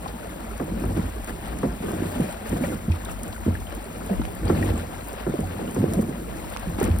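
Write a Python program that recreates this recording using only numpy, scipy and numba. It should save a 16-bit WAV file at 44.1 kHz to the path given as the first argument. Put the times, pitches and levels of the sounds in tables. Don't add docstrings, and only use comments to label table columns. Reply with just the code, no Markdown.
import sys
import numpy as np
from scipy import signal
from scipy.fft import rfft, irfft
from scipy.io import wavfile
from scipy.ndimage import uniform_filter1d
from numba import njit

SR = 44100
rng = np.random.default_rng(int(sys.argv[2]) if len(sys.argv) > 2 else 0)


def wav_out(sig):
    wavfile.write(sys.argv[1], SR, np.round(np.clip(np.atleast_2d(sig).T, -1, 1) * 32767).astype(np.int16))


N = 308700
TIME = np.arange(N) / SR
TOP_HZ = 15900

# start_s, length_s, level_db
WIND_GUSTS = [(3.0, 0.75, -38.5), (4.12, 0.062, -26), (6.2, 0.55, -38), (6.68, 0.34, -41)]
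# frequency_hz, gain_db
WIND_SPECTRUM = [(10, -37), (28, -9), (50, 9), (90, -6), (160, -7.5), (400, -49), (2000, -56), (8000, -90)]
# start_s, level_db, decay_s, centre_hz
PORT_TAPS = [(4.216, -21, .004, 800), (4.2528, -18, .0012, 950), (6.5635, -15.5, .0012, 900),
             (6.571, -17, .001, 1900)]
# start_s, length_s, churn_db, spray_db
WATER_SURGES = [(0.776, 0.32, -50.5, -51), (0.954, 0.023, -40, -52), (1.266, 0.031, -42.5, -38),
                (1.38, 0.28, -50, -57), (1.813, 0.53, -44.5, -45), (2.438, 0.14, -44.5, -43.5),
                (2.597, 0.14, -44.5, -41.5), (3.065, 0.061, -46.5, -43), (4.033, 0.63, -52.5, -52),
                (4.444, 0.37, -48, -47), (4.543, 0.16, -41.5, -45), (4.882, 0.74, -51, -52),
                (5.64, 0.19, -50, -48), (5.877, 0.14, -50.5, -46), (6.34, 0.19, -50, -48),
                (6.616, 0.37, -49, -51.5), (6.774, 0.096, -39.5, -44.5)]
# frequency_hz, gain_db
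CHURN_SPECTRUM = [(100, -13), (300, -8), (600, 9.5), (1000, 5), (1800, -0.7), (3000, -5.5), (4200, -11.5),
                  (5500, -23.5), (8000, -151)]
# frequency_hz, gain_db
SPRAY_SPECTRUM = [(1000, -30), (4000, -14), (5500, -10), (6500, -3.5), (7400, 0), (10000, -2),
                  (13000, -3.5), (16000, -7)]
# start_s, level_db, decay_s, centre_hz
NEAR_SPLASHES = [(.079, -30, .011, 3700), (.579, -31, .0015, 9000), (.644, -32, .004, 12500),
                 (.799, -30, .002, 9500), (.853, -30, .003, 9500), (.957, -30, .002, 9000),
                 (.974, -29, .002, 9000), (1.2446, -25, .0026, 9500), (1.274, -30, .003, 9000),
                 (1.482, -28, .002, 10500), (1.587, -28, .003, 8000), (1.917, -25.5, .002, 9500),
                 (2.206, -26, .002, 9700), (2.326, -26, .002, 8500), (2.493, -25, .003, 8500),
                 (2.918, -30, .0045, 3600), (3.049, -27, .004, 9000), (3.114, -26, .005, 9000),
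                 (3.232, -21.5, .004, 8700), (3.279, -29, .006, 9000), (3.327, -30, .008, 3400),
                 (3.75, -25, .003, 9500), (3.843, -29, .0015, 9500), (4.062, -28, .004, 9500),
                 (4.352, -26, .002, 12000), (4.656, -26, .002, 9500), (5.073, -25, .0012, 9500),
                 (5.085, -24, .0012, 12000), (5.13, -26.5, .0025, 9700), (5.405, -24.5, .0015, 9300),
                 (5.711, -26, .002, 9000), (5.746, -26, .003, 9000), (5.935, -28, .004, 3600),
                 (5.9355, -20.5, .0048, 9050), (6.013, -27.5, .003, 9100), (6.022, -28.5, .003, 9500),
                 (6.5, -28, .004, 9000), (6.535, -30, .016, 2980), (6.596, -29, .004, 9000),
                 (6.699, -29, .002, 13000), (6.789, -28, .008, 2300), (6.801, -22, .004, 7600),
                 (6.83, -19, .002, 11000), (6.84, -20, .003, 7500), (6.851, -23, .003, 9000),
                 (6.914, -27, .004, 2400), (6.987, -17, .0013, 11000)]
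# start_s, level_db, pitch_hz, length_s
AIR_GULPS = [(.745, -31, 234, 0.047), (0.989, -17.5, 195, 0.014), (2.147, -29.5, 274.5, 0.068),
             (2.195, -20.5, 184.5, 0.046), (2.245, -29, 203, 0.034), (2.617, -21, 272, 0.031),
             (4.102, -16, 209, 0.038), (5.387, -17.5, 230, 0.014), (5.403, -20, 179, 0.0153),
             (5.793, -27, 195, 0.018), (5.968, -15.5, 179.5, 0.028), (5.99, -13.5, 222, 0.015)]
# start_s, level_db, pitch_hz
NEAR_BUBBLES = [(.058, -24, 1040), (.058, -29, 760), (.23, -33, 1490), (.256, -31, 680), (.358, -32, 520),
                (.509, -33, 1330), (.512, -33, 400), (.839, -30, 1270), (1.284, -34, 2470),
                (1.294, -32, 1700), (1.835, -26, 430), (2.311, -29, 8250), (2.527, -31, 1830),
                (2.634, -20.5, 560), (2.637, -29, 2300), (2.646, -30, 1900), (2.72, -29, 1450),
                (2.732, -29, 1320), (2.918, -27, 2450), (3.054, -32, 3650), (3.087, -30, 1270),
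                (3.36, -30, 1440), (3.551, -24.5, 1690), (3.667, -31, 3060), (4.094, -24, 680),
                (4.128, -29.5, 1880), (4.28, -31, 750), (4.453, -30, 8400), (4.479, -30, 4420),
                (4.625, -17.5, 1870), (4.777, -30, 7560), (5.353, -27, 570), (5.435, -24, 740),
                (5.677, -33, 2890), (5.935, -24, 650), (6.524, -31, 850)]
# time_s, level_db
AIR_DRONE = [(0, -44.5), (.75, -33), (.95, -29.5), (2, -36.5), (2.5, -46), (3.3, -47), (5.2, -41.5),
             (6.6, -43.5), (7, -32)]
# pitch_hz, width_hz, gain_db
HULL_MODES = [(140.7, 19.6, 22), (164.5, 23, 16.5), (175, 20, 3), (226, 9.4, 9), (266, 23, -5.5),
              (311.8, 8.2, 12), (387, 53, -12), (459, 86, 2.5), (540, 71, -23), (701, 35, 4)]
# start_s, length_s, load_db, floor_db
BED_SCRAPES = [(0, 0.45, -40.5, -77), (0.664, 0.13, -31, -45), (0.834, 0.17, -32, -28.5),
               (1.413, 0.29, -35.5, -61), (1.79, 0.27, -31, -36.5), (2.117, 0.13, -33, -37.5),
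               (2.484, 0.23, -31, -34.5), (2.822, 0.47, -41.5, -41.5), (3.458, 0.041, -33, -23),
               (3.858, 0.87, -40.5, -41), (4.405, 0.32, -27.5, -24), (4.765, 0.25, -42.5, -43),
               (5.39, 0.22, -36.5, -36), (5.574, 0.14, -31, -40), (5.794, .23, -29.5, -31.5),
               (6.06, 0.36, -38, -58), (6.65, 0.21, -38, -34.5), (6.837, 0.064, -27, -23)]
# frequency_hz, gain_db
GRIND_SPECTRUM = [(60, -20), (130, -12), (220, 6.5), (350, 3), (550, 0.5), (900, -9), (1800, -12),
                  (4000, -24)]
# start_s, level_db, pitch_hz, t60_s
FLOOR_BOOMS = [(0.886, -25, 102, 0.17), (1.031, -14.5, 84.5, 0.15), (2.895, -6.5, 84, 0.17),
               (3.479, -15.5, 88.7, 0.44), (4.699, -17.5, 82.3, 0.55), (5.422, -17.5, 90.3, 0.23),
               (5.788, -10, 108, 0.12), (6.902, -9.5, 83, 0.27)]
# start_s, level_db, first_pitch_hz, length_s, crack_db (against the thud)
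STONE_KNOCKS = [(.599, -21, 792, 0.063, 0.5), (0.818, -25.5, 364, 0.022, -20), (0.839, -23, 520, .022, 1),
                (0.966, -20.5, 420, 0.02, -12), (1.295, -29.5, 477, 0.088, -8),
                (1.632, -15.5, 648, 0.057, 1.5), (1.884, -23, 650, 0.0049, 1.5),
                (1.933, -21.5, 426, 0.012, -4), (2.021, -18, 334, 0.0073, -20),
                (2.055, -25, 282, 0.005, -22), (2.198, -15, 267, .014, -28), (2.528, -19, 342, 0.019, -22),
                (2.608, -24, 282, 0.032, -10), (2.672, -31, 520, 0.0051, -9), (2.72, -23.5, 403, 0.05, -10),
                (2.88, -17.5, 232, 0.018, -31), (3.464, -14, 322, 0.0043, -19),
                (3.478, -14, 243, 0.016, -28), (4.195, -20.5, 290, 0.02, -20),
                (4.452, -24.5, 265, .21, -26), (4.498, -13.5, 634, .018, 1.5), (4.522, -17, 328, .008, -20),
                (5.135, -26.5, 665, 0.0063, -13), (5.266, -19.5, 596, 0.031, -1.5),
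                (5.294, -17, 241, 0.014, -25), (5.338, -19.5, 628, 0.016, -20),
                (5.763, -18.5, 597, 0.044, -2.5), (5.805, -13.5, 252, .008, -21),
                (5.828, -13, 270, 0.008, -26), (5.841, -10.5, 426, 0.0024, -16),
                (5.861, -20, 333, 0.0047, -14), (5.924, -23.5, 463, 0.009, -15),
                (6.027, -21.5, 330, 0.0058, -6), (6.083, -25.5, 535, 0.068, -15),
                (6.669, -24.5, 198, 0.031, -30), (6.8127, -12.5, 530, 0.0063, -5.5),
                (6.823, -19, 403, 0.029, -9), (6.886, -19.5, 276, 0.013, -15)]
# frequency_hz, gain_db, phase_rad, coherence
RIGHT_PORT = [(30, 0, 0, .97), (200, -.5, -.1, .99), (300, 1.5, -.35, .88), (365, 4.5, -.8, .55),
              (430, 2, -1.5, .9), (700, -5, -1.5, .85), (1000, -8, -1.5, .15), (1150, -7, -4.5, .35),
              (1400, -5, -5.1, .7), (1900, -6, -5.6, .62), (2400, -7, -4.5, .1), (2900, -7, -2.9, .6),
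              (3600, -10, -2.8, .35), (4100, -9, -.8, .55), (5400, -3, -.2, .65), (6300, -.5, 2.7, .97),
              (7300, 0, 3.55, .97), (9280, 0, 6.28, .88), (16000, 0, 15.4, .8)]


def undb(db):
    return 10 ** (np.asarray(db) / 20)


def unit(x):
    return x / np.sqrt(np.mean(x ** 2))


def peak(x):
    return x / np.abs(x).max()


def filtered(x, response):
    size = x.shape[-1]
    hz = np.maximum(np.fft.rfftfreq(size, 1 / SR), 1)
    return irfft(rfft(x) * response(hz), size)


def colour(x, spectrum):
    hz, db = np.transpose(spectrum)
    return filtered(x, lambda f: undb(np.interp(np.log(f), np.log(hz), db)))


def resonance(f, hz, width):
    return 1 / (1 + 1j * (f * f - hz * hz) / (f * width))


def band(x, hz, width_hz, order=2):
    return filtered(x, lambda f: resonance(f, hz, width_hz) ** order)


def noise(size=N):
    return rng.standard_normal((2, size))


def walk(rate_hz):
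    hold = int(SR / rate_hz)
    steps = np.repeat(rng.standard_normal(N // hold + 1), hold)
    return 1.3 * uniform_filter1d(uniform_filter1d(steps, hold), hold)[:N]


def add(out, start_s, x):
    i = max(int(start_s * SR), 0)
    out[:, i:i + x.shape[-1]] += x[..., :max(N - i, 0)]


def swells(rows, rest_db, attack_s, release_s, column=2):
    power = undb(rest_db) ** 2
    for start_s, length_s, level_db in np.array(rows)[:, [0, 1, column]]:
        rise = np.clip((TIME - start_s) / attack_s, 0, 1)
        fall = np.exp(-np.maximum(TIME - start_s - length_s, 0) / release_s)
        power = power + (undb(level_db) * rise * fall) ** 2
    return 10 * np.log10(power)


def wind():
    eddies = unit(colour(noise(), WIND_SPECTRUM))
    gust_db = swells(WIND_GUSTS, rest_db=-45.5, attack_s=0.088, release_s=0.091)
    return eddies * undb(gust_db + 0.5 * walk(16))


def lapping(level_db=-49):
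    return undb(level_db) * unit(band(noise(), hz=214.8, width_hz=36))


@njit
def ring_bubbles(start_s, size, hz, cycles, glide, scatter_rad):
    out = np.zeros((2, N))
    for k in range(len(start_s)):
        start, length, phase = int(start_s[k] * SR), cycles[k] * SR / hz[k], 0.
        for i in range(min(int(length), N - start)):
            age = i / length
            phase += 2 * np.pi * hz[k] * (1 + glide * age) / SR
            envelope = 2 * size[k] * np.exp(-6 * age) * min(10 * age, 1.)
            out[0, start + i] += envelope * np.sin(phase)
            out[1, start + i] += envelope * np.sin(phase + scatter_rad[k])
    return out


def riffle(churn_db, spray_db, count=40000, far_hiss_db=-55):
    when, pitch, chance, ring, angle = rng.random((count, 5)).T
    hz = 250 + pitch * (TOP_HZ - 250)
    size = np.sqrt(hz) * undb(1.5 * np.minimum(-np.log(1 - chance), 4.5))
    cloud = ring_bubbles(when * N / SR, size, hz, 20 * (.5 + ring), 0.18, 2 * np.pi * angle)
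    flow = unit(cloud) + undb(1) * noise()
    churn = unit(colour(flow, CHURN_SPECTRUM)) * undb(churn_db + 7.5 + 1.4 * walk(35))
    spray_gain = np.hypot(undb(spray_db - 1.5 + 1.2 * walk(90)), undb(far_hiss_db))
    return churn + unit(colour(flow, SPRAY_SPECTRUM)) * spray_gain


def stray_glugs(count=75):
    when, pitch, strength, angle = rng.random((count, 4)).T
    hz = 380 * 2 ** (2 * pitch)
    size = undb(-38 - 6 * pitch + 5 * strength)
    return ring_bubbles(when * N / SR, size, hz, np.full(count, 32.), .2, 2 * np.pi * angle)


def gurgle(level_db, count, low_hz, octaves):
    when, pitch, chance, angle = rng.random((count, 4)).T
    hz = low_hz * 2 ** (octaves * pitch)
    size = (low_hz / hz) ** .5 * undb(3.5 * np.minimum(-np.log(1 - chance), 3))
    glugs = ring_bubbles(when * N / SR, size, hz, np.full(count, 15.), .15, 2 * np.pi * angle)
    return unit(glugs) * undb(level_db)


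def stray_spray(spray_db, count=330):
    when, size, pitch, decay = rng.random((count, 4)).T
    surge_db = spray_db[(when * N).astype(int)] + 48
    level_db = -41.5 + 6 * size ** 2 + .7 * surge_db
    return np.column_stack([when * N / SR, level_db, .001 + .002 * decay, 7000 + 7500 * pitch])


def drop_impacts(rows, relative_width, size=2048):
    out, t = np.zeros((2, N)), np.arange(size) / SR
    for start_s, level_db, decay_s, hz in rows:
        impact = 2 * (t == 0) + noise(size) * np.exp(-t / decay_s)
        add(out, start_s, undb(level_db) * peak(band(impact, hz, relative_width * hz)))
    return out


def gulps(size=8192, sag_per_s=3.4, slop_hz=480, slop_db=-12):
    out, t = np.zeros((2, N)), np.arange(size) / SR
    for start_s, level_db, hz, length_s in AIR_GULPS:
        swell = peak((t / length_s) ** 2 * np.exp(-4.5 * t / length_s))
        note = np.sin(2 * np.pi * np.cumsum(hz * np.exp(-sag_per_s * t)) / SR)
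        slop = unit(band(noise(size), slop_hz, slop_hz, order=3))
        add(out, start_s, undb(level_db) * swell * (note + undb(slop_db) * slop))
    return out


def faint_bubbles(count=24):
    when, pitch, strength = rng.random((count, 3)).T
    return np.column_stack([when * N / SR, -41 - 7 * pitch + 5 * strength, 1500 * 2 ** (2.2 * pitch)])


def near_bubbles(glide=0.03, plop_db=-6, plop_s=.008):
    starts, levels, pitches = np.vstack([NEAR_BUBBLES, faint_bubbles()]).T.copy()
    cycles = 34 * (pitches / 1000) ** .3
    scatter_rad = rng.uniform(0, 2 * np.pi, len(starts))
    out = ring_bubbles(starts, undb(levels), pitches, cycles, glide, scatter_rad)
    out *= .9 + .18 * walk(350) + .2 * walk(1500)
    fade = np.exp(-TIME[:4096] / plop_s)
    for start_s, level_db, hz in zip(starts, levels, pitches):
        plop = band(noise(len(fade)) * fade, hz, hz / 3)
        add(out, start_s, undb(level_db + plop_db) * peak(plop))
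    return out


def cockpit_drone(floor_db, sway_db=-15, pump_db=-8):
    air = unit(band(noise(), hz=53.4, width_hz=9.4))
    sway = unit(band(noise(), hz=35, width_hz=13, order=3))
    rest_db = np.interp(TIME, *np.transpose(AIR_DRONE))
    return (air + undb(sway_db) * sway) * np.hypot(undb(rest_db), undb(floor_db + pump_db))


def hull(f):
    modes = sum(undb(db) * resonance(f, hz, width) for hz, width, db in HULL_MODES)
    return 0.04 * resonance(f, 400, 1600) + modes


def grinding(load_db, floor_db, count=4500):
    when, size, scatter = rng.random((count, 3)).T
    slips = np.zeros((2, N))
    slips[:, (when * N).astype(int)] = (.5 + size) * np.array([np.ones(count), np.sign(scatter - .5)])
    shell = unit(colour(filtered(slips, hull), GRIND_SPECTRUM))
    floor = unit(band(noise(), hz=91.6, width_hz=23))
    return shell * undb(load_db + 1) + floor * undb(floor_db - 2)


def floor_booms(size=22050, rise_s=0.01, overtone_db=-14):
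    out, t = np.zeros((2, N)), np.arange(size) / SR
    for start_s, level_db, hz, t60_s in FLOOR_BOOMS:
        rise, fade = 1 - np.exp(-t / rise_s), undb(-60 * t / t60_s)
        phase = 2 * np.pi * hz * t
        overtone = undb(overtone_db) * fade * np.sin(2.7 * phase)
        add(out, start_s, undb(level_db) * rise * fade * (np.sin(phase) + overtone))
    return out


def bending_thud(t, push, first_hz, last_hz=132, fall_s=0.02132):
    sharpness = first_hz / 260
    pitch_hz = last_hz + (first_hz - last_hz) / (1 + t * sharpness ** 1.55 / fall_s)
    phase = 2 * np.pi * np.cumsum(pitch_hz) / SR
    blur = 0.25 * sharpness * unit(filtered(noise(len(t)), lambda f: 1 / (1 + (f / 110) ** 4)))
    upper_gain = undb(-11) * sharpness * push * (250 / np.maximum(pitch_hz, 250)) ** 2
    notes = np.sin(phase + blur[0]) + upper_gain * np.sin(2.1 * phase + 2 * blur[1])
    return peak(push * (1 - np.exp(-3 * first_hz * t)) * notes)


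def stone_knocks(size=16384, crack_s=0.011, judder_db=-9, body_db=-5, body_lag_s=0.012):
    out, t = np.zeros((2, N)), np.arange(size) / SR
    impulse = 1. * (t == 0)
    for start_s, level_db, hz, length_s, crack_db in STONE_KNOCKS:
        push = np.exp(-(t / length_s) ** 2)
        thud = bending_thud(t, push, hz)
        shell = lambda f: hull(f) * resonance(f, hz, 2 * hz)
        body = peak(filtered(impulse, shell) * (1 - np.exp(-t / body_lag_s)))
        body *= min(length_s / 0.026, 1)
        judder = peak(filtered(noise(size) * push, shell))
        contact = impulse + .12 * noise(size) * np.exp(-t / crack_s)
        crack = peak(filtered(contact, lambda f: resonance(f, 850, 1000) ** 2 / (1 + (f / 2100) ** 6)))
        knock = .95 * thud + undb(body_db) * body + undb(judder_db) * judder + undb(crack_db) * crack
        add(out, start_s, undb(level_db) * knock)
    return out


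def microphone_ports(field):
    hz, db, phase, coherence = np.transpose(RIGHT_PORT)
    direct_gain = undb(db) * coherence
    scattered_gain = undb(db) * np.sqrt(np.clip(1 - coherence ** 2, 0, 1))
    direct = filtered(field[0], lambda f: np.interp(f, hz, direct_gain) * np.exp(1j * np.interp(f, hz, phase)))
    scattered = filtered(field[1], lambda f: np.interp(f, hz, scattered_gain))
    return np.array([field[0], direct + scattered])


def scene():
    load_db = swells(BED_SCRAPES, rest_db=-49.5, attack_s=0.023, release_s=0.074)
    floor_db = swells(BED_SCRAPES, rest_db=-46, attack_s=0.023, release_s=0.074, column=3)
    churn_db = swells(WATER_SURGES, rest_db=-47, attack_s=0.015, release_s=0.028)
    spray_db = swells(WATER_SURGES, rest_db=-48, attack_s=0.033, release_s=0.014, column=3)
    boat = grinding(load_db, floor_db) + stone_knocks() + floor_booms()
    boat += cockpit_drone(floor_db) + lapping()
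    river = gurgle(churn_db + 1.5, count=850, low_hz=200, octaves=2.83)
    river += gurgle(churn_db - 4, count=500, low_hz=697, octaves=2.1)
    river += gulps() + stray_glugs() + near_bubbles() + riffle(churn_db, spray_db)
    river += drop_impacts([*NEAR_SPLASHES, *stray_spray(spray_db)], relative_width=0.72)
    taps = drop_impacts(PORT_TAPS, relative_width=1.6) * undb([[-6], [0]])
    return microphone_ports(boat + river) + wind() + taps


def record(dry):
    return signal.sosfilt(signal.ellip(10, .2, 80, TOP_HZ, fs=SR, output="sos"), dry)


dry = scene()
out = record(dry)
wav_out(out)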